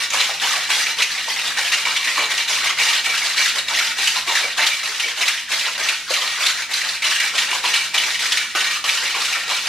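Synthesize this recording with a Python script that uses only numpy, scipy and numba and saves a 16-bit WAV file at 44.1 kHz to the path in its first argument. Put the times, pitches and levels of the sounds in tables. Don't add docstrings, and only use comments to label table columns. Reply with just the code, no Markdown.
import sys
import numpy as np
from scipy import signal
from scipy.fft import rfft, irfft
from scipy.io import wavfile
from scipy.ndimage import uniform_filter1d
from numba import njit

SR = 44100
rng = np.random.default_rng(int(sys.argv[2]) if len(sys.argv) > 2 else 0)


def transcribe(u):
    v = np.clip(np.atleast_2d(u).T, -1, 1)
    q = np.round(v * 32767).astype(np.int16)
    wavfile.write(sys.argv[1], SR, q)


N = 426888
TOP_HZ = 15730


def undb(db):
    return 10 ** (np.asarray(db) / 20)


def level(x, db):
    return x * undb(db) / np.sqrt(np.mean(x ** 2))


def colour(x, points):
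    hz, db = np.transpose(points)
    bins = np.arange(len(x) // 2 + 1) * SR / len(x) + 1
    gain = undb(np.interp(np.log(bins), np.log(hz), db))
    return irfft(rfft(x) * gain, len(x))


# (frequency [Hz], relative density [dB])
HUM_SPECTRUM = [(25, -10), (49, 4.5), (70, -6), (100, 3.5), (125, -5), (170, 6), (200, -6.5), (238, 5),
                (280, -1.5)]
# (time [s], level [dB])
HUM_SWELL_LEVELS = [(0, -54), (4.2, -53), (4.8, -58), (6.7, -54.5), (7.2, -54)]


def hum():
    centre = colour(rng.standard_normal(N), [(10, -40)] + HUM_SPECTRUM + [(3000, -22.5)])
    apart = colour(rng.standard_normal(N), [(20, -30), (130, -13), (250, -4), (600, -8), (3000, -27)])
    swell_db = np.interp(np.arange(N) / SR, *np.transpose(HUM_SWELL_LEVELS))
    return np.array([level(centre, 0), level(apart, -4.0)]) * undb(swell_db)


@njit
def ring(start, hz, t60, size, contact_s, length):
    swell = np.exp(-1 / (contact_s * SR))
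    out = np.zeros(length)
    for k in range(len(start)):
        turn = np.exp(2j * np.pi * hz[k] / SR - np.log(1000.) / (t60[k] * SR))
        z, rest = size[k] + 0j, 1.
        for i in range(start[k], min(length, start[k] + int(.7 * t60[k] * SR))):
            out[i] += z.imag * (1 - rest)
            rest *= swell
            z *= turn
    return out


def partials(s, db, hz, t60, spread_db=3, contact_s=0.0004):
    sign = np.sign(rng.standard_normal(hz.shape))
    size = undb(db + spread_db * rng.uniform(-1, 1, hz.shape)) * sign / np.sqrt(t60)
    sample = np.clip(s[:, None] * SR, 0, N - 1).astype(np.int64)
    start = np.broadcast_to(sample, hz.shape).ravel().copy()
    return ring(start, hz.ravel().copy(), t60.ravel().copy(), size.ravel(), max(contact_s, 1e-5), N)


def steel(s, db, heavy_db, count=10, t60=0.083, contact_s=0.00038):
    place = rng.random((len(s), count))
    hz = 120 + (TOP_HZ - 120) * place ** 1.5
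    crowding_db = 5 * np.log10(place + 0.01)
    lows = 1 / (1 + (hz / 1200) ** 4)
    treble_db = 0.31 * (db - np.mean(db)) - 0.24 * (heavy_db - np.mean(heavy_db))
    bright_db = treble_db[:, None] / (1 + (6000 / hz) ** 2)
    partial_db = db[:, None] + bright_db + crowding_db + lows * heavy_db[:, None]
    return partials(s, partial_db, hz, t60 * (hz / 2500) ** -.4, contact_s=contact_s)


# (frequency [Hz], relative level [dB], decay by 60 dB [s])
TIN_TONES = [(770, -13.5, 0.039), (913, -6.5, 0.14), (1879, 4, 0.16), (2086, -4, 0.014), (2306.5, 5.5, 0.2),
             (2806, 6.5, 0.073), (2897, 1.5, 0.23), (3690, 7.5, 0.017), (4060, 6.5, 0.067)]


def tin(s, db):
    hz, tone_db, t60 = (np.tile(c, (len(s), 1)) for c in np.transpose(TIN_TONES))
    detuned = hz * (1 + 0.0036 * rng.standard_normal(hz.shape))
    return partials(s, db[:, None] + tone_db, detuned, t60, spread_db=6)


def rebounds(s, db, hz, gap_s, fade_db, detune, count):
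    late = np.cumsum(gap_s * rng.random((len(s), count)), axis=1)
    late = late - late[:, :1]
    offset = (np.arange(5) + rng.random((len(s), 5))) / 2.5 - 1
    own = hz[:, None] * (1 + detune * offset)
    bend = 1 + detune * 0.4 * rng.uniform(-1, 1, (len(s) * count, 5))
    near = np.repeat(own, count, axis=0) * bend
    return (s[:, None] + late).ravel(), (db[:, None] - fade_db * late / gap_s).ravel(), near


# (time [s], relative rattle level [dB], tumbling lasts [s])
ICE_LANDINGS = [(0.001, -17.5, 0.022), (0.131, -16.5, 0.066), (0.214, -21.5, 0.14), (0.417, -17.5, 0.15),
                (0.564, -23.5, 0.18), (0.703, -16.5, 0.12), (0.865, -21.5, 0.049), (0.983, -19, 0.049),
                (1.094, -23, 0.17), (1.286, -20, 0.22), (1.42, -24, 0.12), (1.573, -19, 0.23),
                (1.723, -23, 0.12), (1.868, -20, 0.25), (2.061, -21, 0.11), (2.182, -20, 0.069),
                (2.301, -20.0, 0.13), (2.487, -17.5, 0.12), (2.637, -17.5, 0.056), (2.787, -16, 0.16),
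                (2.952, -19.5, 0.027), (3.05, -19.5, 0.24), (3.234, -20, 0.09), (3.366, -17.5, 0.13),
                (3.555, -19.5, 0.016), (3.684, -20, 0.059), (3.759, -18.5, 0.14), (3.982, -18.0, 0.19),
                (4.157, -25.5, 0.06), (4.274, -20, 0.14), (4.37, -23, 0.14), (4.576, -18.5, 0.078),
                (4.615, -21.5, 0.18), (4.833, -21, 0.17), (5.019, -22.5, 0.092), (5.177, -19, 0.11),
                (5.212, -23, 0.2), (5.502, -19, 0.15), (5.666, -25.5, 0.08), (5.778, -20.5, 0.16),
                (5.866, -26.5, 0.24), (6.099, -18.5, 0.086), (6.21, -21.5, 0.19), (6.405, -16.5, 0.1),
                (6.563, -23.5, 0.058), (6.711, -20, 0.099), (6.845, -22, 0.11), (7.04, -17.5, 0.13),
                (7.214, -20.5, 0.065), (7.348, -18.5, 0.11), (7.502, -20, 0.076), (7.644, -18.5, 0.066),
                (7.726, -21, 0.13), (7.941, -19.5, 0.054), (8.013, -19.5, 0.13), (8.21, -19.5, 0.18),
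                (8.342, -25.5, 0.17), (8.562, -20, 0.14), (8.714, -20, 0.045), (8.861, -18, 0.13),
                (9.02, -19.5, 0.081), (9.155, -19.5, 0.17), (9.342, -24, 0.096), (9.48, -21.5, 0.084),
                (9.537, -23.5, 0.14), (9.666, -20.5, 0.02)]
RISE_DB_PER_S, SAG_DB_PER_S, FALL_DB_PER_S = 642, 24.5, 264
HEAVY_DB, HEAVY_FADE_DB_PER_S, HEAVY_LEAD_S = 7.5, 54, 0.028


def shaking(s):
    at, db, tumble = (c[:, None] for c in np.transpose(ICE_LANDINGS))
    age = s - at
    rise = RISE_DB_PER_S * np.minimum(age, 0)
    sag = SAG_DB_PER_S * np.clip(age, 0, tumble)
    fall = FALL_DB_PER_S * np.maximum(age - tumble, 0)
    effort_db = 10 * np.log10(np.sum(undb(db + rise - sag - fall) ** 2, axis=0))
    since = np.min(np.where(age > -HEAVY_LEAD_S, age + HEAVY_LEAD_S, 1), axis=0)
    return effort_db, HEAVY_DB - HEAVY_FADE_DB_PER_S * since


# (frequency [Hz], relative gain [dB])
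SUM_COLOUR = [(150, -38), (300, -31.5), (520, -25), (920, -18.5), (1900, -8), (2800, -8.5), (4100, -10),
              (6050, -13.5), (12600, -29.5), (15500, -50)]
# (frequency [Hz], relative gain [dB])
DIFFERENCE_COLOUR = [(150, -51), (300, -45), (600, -40.5), (1500, -35), (2300, -23.5), (4000, -17.5),
                     (11600, -23), (14300, -33), (15500, -39)]
KNOCKS_PER_S = 900


def rattle():
    chance = rng.random((int(KNOCKS_PER_S * N / SR), 3))
    s = chance[:, 0] * N / SR
    effort_db, heavy_db = shaking(s)
    clump_db = 2.5 * rng.standard_normal(N // 1500 + 1)
    heavy_db = heavy_db + clump_db[(s * SR).astype(int) // 1500]
    db = effort_db - 1.69 * np.log(chance[:, 1] + 0.031)
    front = colour(steel(s, db, heavy_db), SUM_COLOUR)
    wide = colour(steel(s, db, heavy_db), DIFFERENCE_COLOUR)
    clack_hz = 1100 * 6.5 ** chance[::10, 2]
    again, softer, near = rebounds(s[::10], db[::10], clack_hz, .006, 0.53, 0.091, count=4)
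    clacks = colour(partials(again, softer[:, None], near, 0.056 + 0 * near), SUM_COLOUR)
    front = front + undb(-1.5) * clacks + undb(-11.5) * tin(s[::25], db[::25])
    return undb(-15) * np.array([front, undb(1.6) * wide])


# (time [s], relative level [dB], centre of its partials [Hz])
HARD_BLOWS = [(0.1022, -8.5, 6670), (0.2025, -0.5, 3800), (0.2428, -4, 3520), (0.399, -9.5, 3770),
              (0.629, -8, 3670), (0.7016, -12, 2230), (0.716, -8, 2980), (0.8611, -9, 2320),
              (1.0016, -6, 2240), (1.0208, 1.5, 2660), (1.3892, -6, 2580), (1.477, -7, 3470),
              (1.572, -18, 2500), (1.719, -5.5, 2670), (1.7365, -2, 2760), (1.854, -5, 2160),
              (1.963, -1.5, 3390), (2.0428, -3.5, 2330), (2.3161, -4, 1870), (2.3775, -4, 2780),
              (2.484, -12, 2610), (2.586, -9, 3280), (2.7744, -12, 1880), (2.931, -1.5, 3390),
              (3.0433, -9, 1980), (3.057, -7, 2850), (3.1497, -4.5, 2640), (3.1763, -3, 2790),
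              (3.262, -7, 4040), (3.3725, -9, 2940), (3.4584, -1, 1840), (3.5843, -1.5, 4000),
              (3.788, 0, 2290), (3.9923, -12, 3970), (4.0724, 1, 2810), (4.1559, -10, 2430),
              (4.3525, 1.5, 1970), (4.393, -16, 3920), (4.5782, -8.5, 2280), (4.666, 3, 3700),
              (4.998, -3, 2870), (5.213, -1.5, 2670), (5.2794, 1, 2296), (5.517, -2, 2340),
              (5.611, -8, 2340), (5.655, -6, 3800), (5.8869, -0.5, 2550), (6.1364, -2, 2910),
              (6.3961, -10, 1820), (6.463, -0.5, 3890), (6.7356, -2, 4080), (6.8867, -8, 4140),
              (7.0206, -4.5, 2320), (7.118, -5, 1720), (7.199, -1.5, 2090), (7.3803, -0.5, 2860),
              (7.640, -13, 1810), (7.7394, 0.5, 2770), (7.7588, 0.5, 4090), (7.942, -5, 2280),
              (7.9775, -1.5, 3350), (8.0347, -4, 2560), (8.192, -3.5, 2220), (8.2574, -7, 2300),
              (8.3197, -0.5, 3360), (8.3714, -1.5, 2090), (8.5515, -9.5, 2890), (8.604, -2, 2960),
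              (8.6428, -7, 4820), (8.841, -3.5, 2800), (8.8905, -2.5, 3480), (9.1463, -11, 2290),
              (9.2494, -4.5, 2660), (9.3263, -4.5, 2440), (9.4934, -7.5, 2330)]


def blows():
    s, db, hz = np.transpose(HARD_BLOWS)
    again, softer, near = rebounds(s, db, hz, 0.005, 4.6, 0.1203, count=5)
    light_db = 0 * again - 10
    front, wide = (colour(steel(again, softer, light_db, count=60, t60=0.088, contact_s=0.0019), c)
                   for c in (SUM_COLOUR, DIFFERENCE_COLOUR))
    snap = colour(steel(again, softer, 0 * again - 9, count=30, t60=0.011), SUM_COLOUR)
    knock = undb(3.0) * snap + partials(again, softer[:, None], near, 0.056 + 0 * near)
    front = undb(-0.5) * front + undb(-7.0) * knock + undb(-14.0) * tin(s, db)
    return undb(-27.5) * np.array([front, wide])


# (time [s], relative level [dB], centre of its partials [Hz])
BIG_CUBE_THUDS = [(0.136, -19.5, 1090), (0.293, -21, 815), (0.431, -19.5, 900), (0.556, -26, 726),
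                  (0.688, -27, 960), (0.986, -22.5, 1030), (1.278, -23, 995), (1.581, -23.5, 893),
                  (1.859, -21, 1046), (2.171, -15.5, 1124), (2.22, -21.5, 960), (2.496, -26, 1040),
                  (2.647, -27, 1040), (2.79, -20.5, 1010), (2.864, -27.5, 920), (3.564, -30, 593),
                  (3.706, -21.5, 965), (3.984, -33, 362), (4.162, -21.5, 926), (4.272, -19.5, 1063),
                  (4.273, -29, 376), (4.296, -18.5, 947), (4.438, -26, 540), (4.583, -18.5, 987),
                  (4.893, -32, 386), (5.055, -32, 470), (5.503, -30, 950), (5.829, -45, 930),
                  (6.106, -18.5, 554), (6.219, -21, 1120), (6.375, -23, 1040), (6.71, -31.5, 810),
                  (7.335, -22, 1180), (7.529, -18.5, 1000), (7.639, -17.5, 984), (7.939, -22, 940),
                  (8.55, -14, 1384), (8.55, -31, 380), (8.708, -39, 1100), (8.84, -22, 1200),
                  (9.019, -23, 1860), (9.146, -22, 1070), (9.35, -20.5, 1345), (9.5, -19, 1030)]


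def thuds():
    again, softer, near = rebounds(*np.transpose(BIG_CUBE_THUDS), 0.0097, 2.3, 0.13, count=6)
    t60 = 0.044 * (1000 / near) ** 0.49
    hollow = partials(again, softer[:, None], near, t60, contact_s=0.00063)
    clatter = colour(steel(again, softer, 0 * again + 14, count=30), SUM_COLOUR)
    return undb(-21.5) * colour(hollow + undb(8.0) * clatter, [(150, -12), (450, 0.0), (3000, -2.5)])


# (time [s], rings for [s], relative level [dB])
TIN_RINGS = [(0.563, 0.039, -29), (0.696, 0.028, -27), (0.856, 0.065, -21.5), (0.988, 0.062, -20),
             (1.85, 0.072, -16.5), (2.033, 0.051, -22), (2.161, 0.028, -21), (2.201, 0.04, -22),
             (2.812, 0.027, -20), (2.867, 0.044, -34), (3.051, 0.1, -18.5), (3.362, 0.092, -19),
             (3.792, 0.07, -24), (3.999, 0.034, -24), (4.274, 0.03, -18), (4.432, 0.033, -19.5),
             (4.58, 0.031, -22), (4.715, 0.057, -21), (5.021, 0.064, -19.5), (5.21, 0.048, -31),
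             (7.022, 0.058, -28), (7.208, 0.068, -19), (7.511, 0.027, -17), (7.804, 0.033, -19),
             (8.395, 0.036, -20), (8.712, 0.044, -24), (9.143, 0.032, -17), (9.329, 0.045, -18.5),
             (9.49, 0.079, -20)]


def rings(count=3):
    s, lasts, db = (np.repeat(c, count) for c in np.transpose(TIN_RINGS))
    late = (np.tile(np.arange(count), len(TIN_RINGS)) + rng.random(len(s))) / count
    tones = np.array([TIN_TONES[4][0], TIN_TONES[6][0], TIN_TONES[8][0]])
    hz = tones * (1 + .003 * rng.uniform(-1, 1, (len(s), 3)))
    strike_db = db + 10 * np.log10(lasts) - 4.6 * late
    tone_db = strike_db[:, None] + np.array([4.5, -5.0, -9.0])
    return partials(s + 0.83 * late * lasts, tone_db, hz, 0.068 + 0 * hz, spread_db=2)


def room(x, t60=0.5, treble_t60=0.53, wet_db=-6, gap_s=.006):
    hop, t = SR // 10, np.arange(SR // 2) / SR
    out, fade = np.zeros(N + SR), np.hanning(2 * hop + 1)[:-1]
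    padded = np.pad(x, (hop, 2 * hop))
    for start in range(0, N + hop, hop):
        noise = rng.standard_normal(len(t))
        dull = uniform_filter1d(noise, size=5)
        treble = noise - dull
        tail = dull * 1000. ** (-t / t60) + treble * 1000. ** (-t / treble_t60)
        tail = tail * (t > gap_s)
        piece = padded[start:start + 2 * hop] * np.sqrt(fade)
        wet = signal.fftconvolve(piece, tail / np.sqrt(np.sum(tail ** 2)))
        out[start:start + len(wet)] += wet
    haze = colour(out[hop:hop + N], [(300, -1.2), (800, 0.25), (1600, 0.63), (6000, 0.92)])
    return x + undb(wet_db) * haze


def scene():
    front, wide = rattle() + blows()
    no_bass = signal.butter(2, 220, "high", fs=SR, output="sos")
    front = signal.sosfilt(no_bass, front + thuds() + rings())
    mid, side = np.array([room(front), room(wide, wet_db=-2.5)]) + hum()
    return np.array([mid + side, mid - side])


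def record(dry):
    rounded = np.tanh(dry / 1.345) * 1.448
    return signal.sosfilt(signal.ellip(10, .2, 80, TOP_HZ, fs=SR, output="sos"), rounded)


dry = scene()
out = record(dry)
transcribe(out)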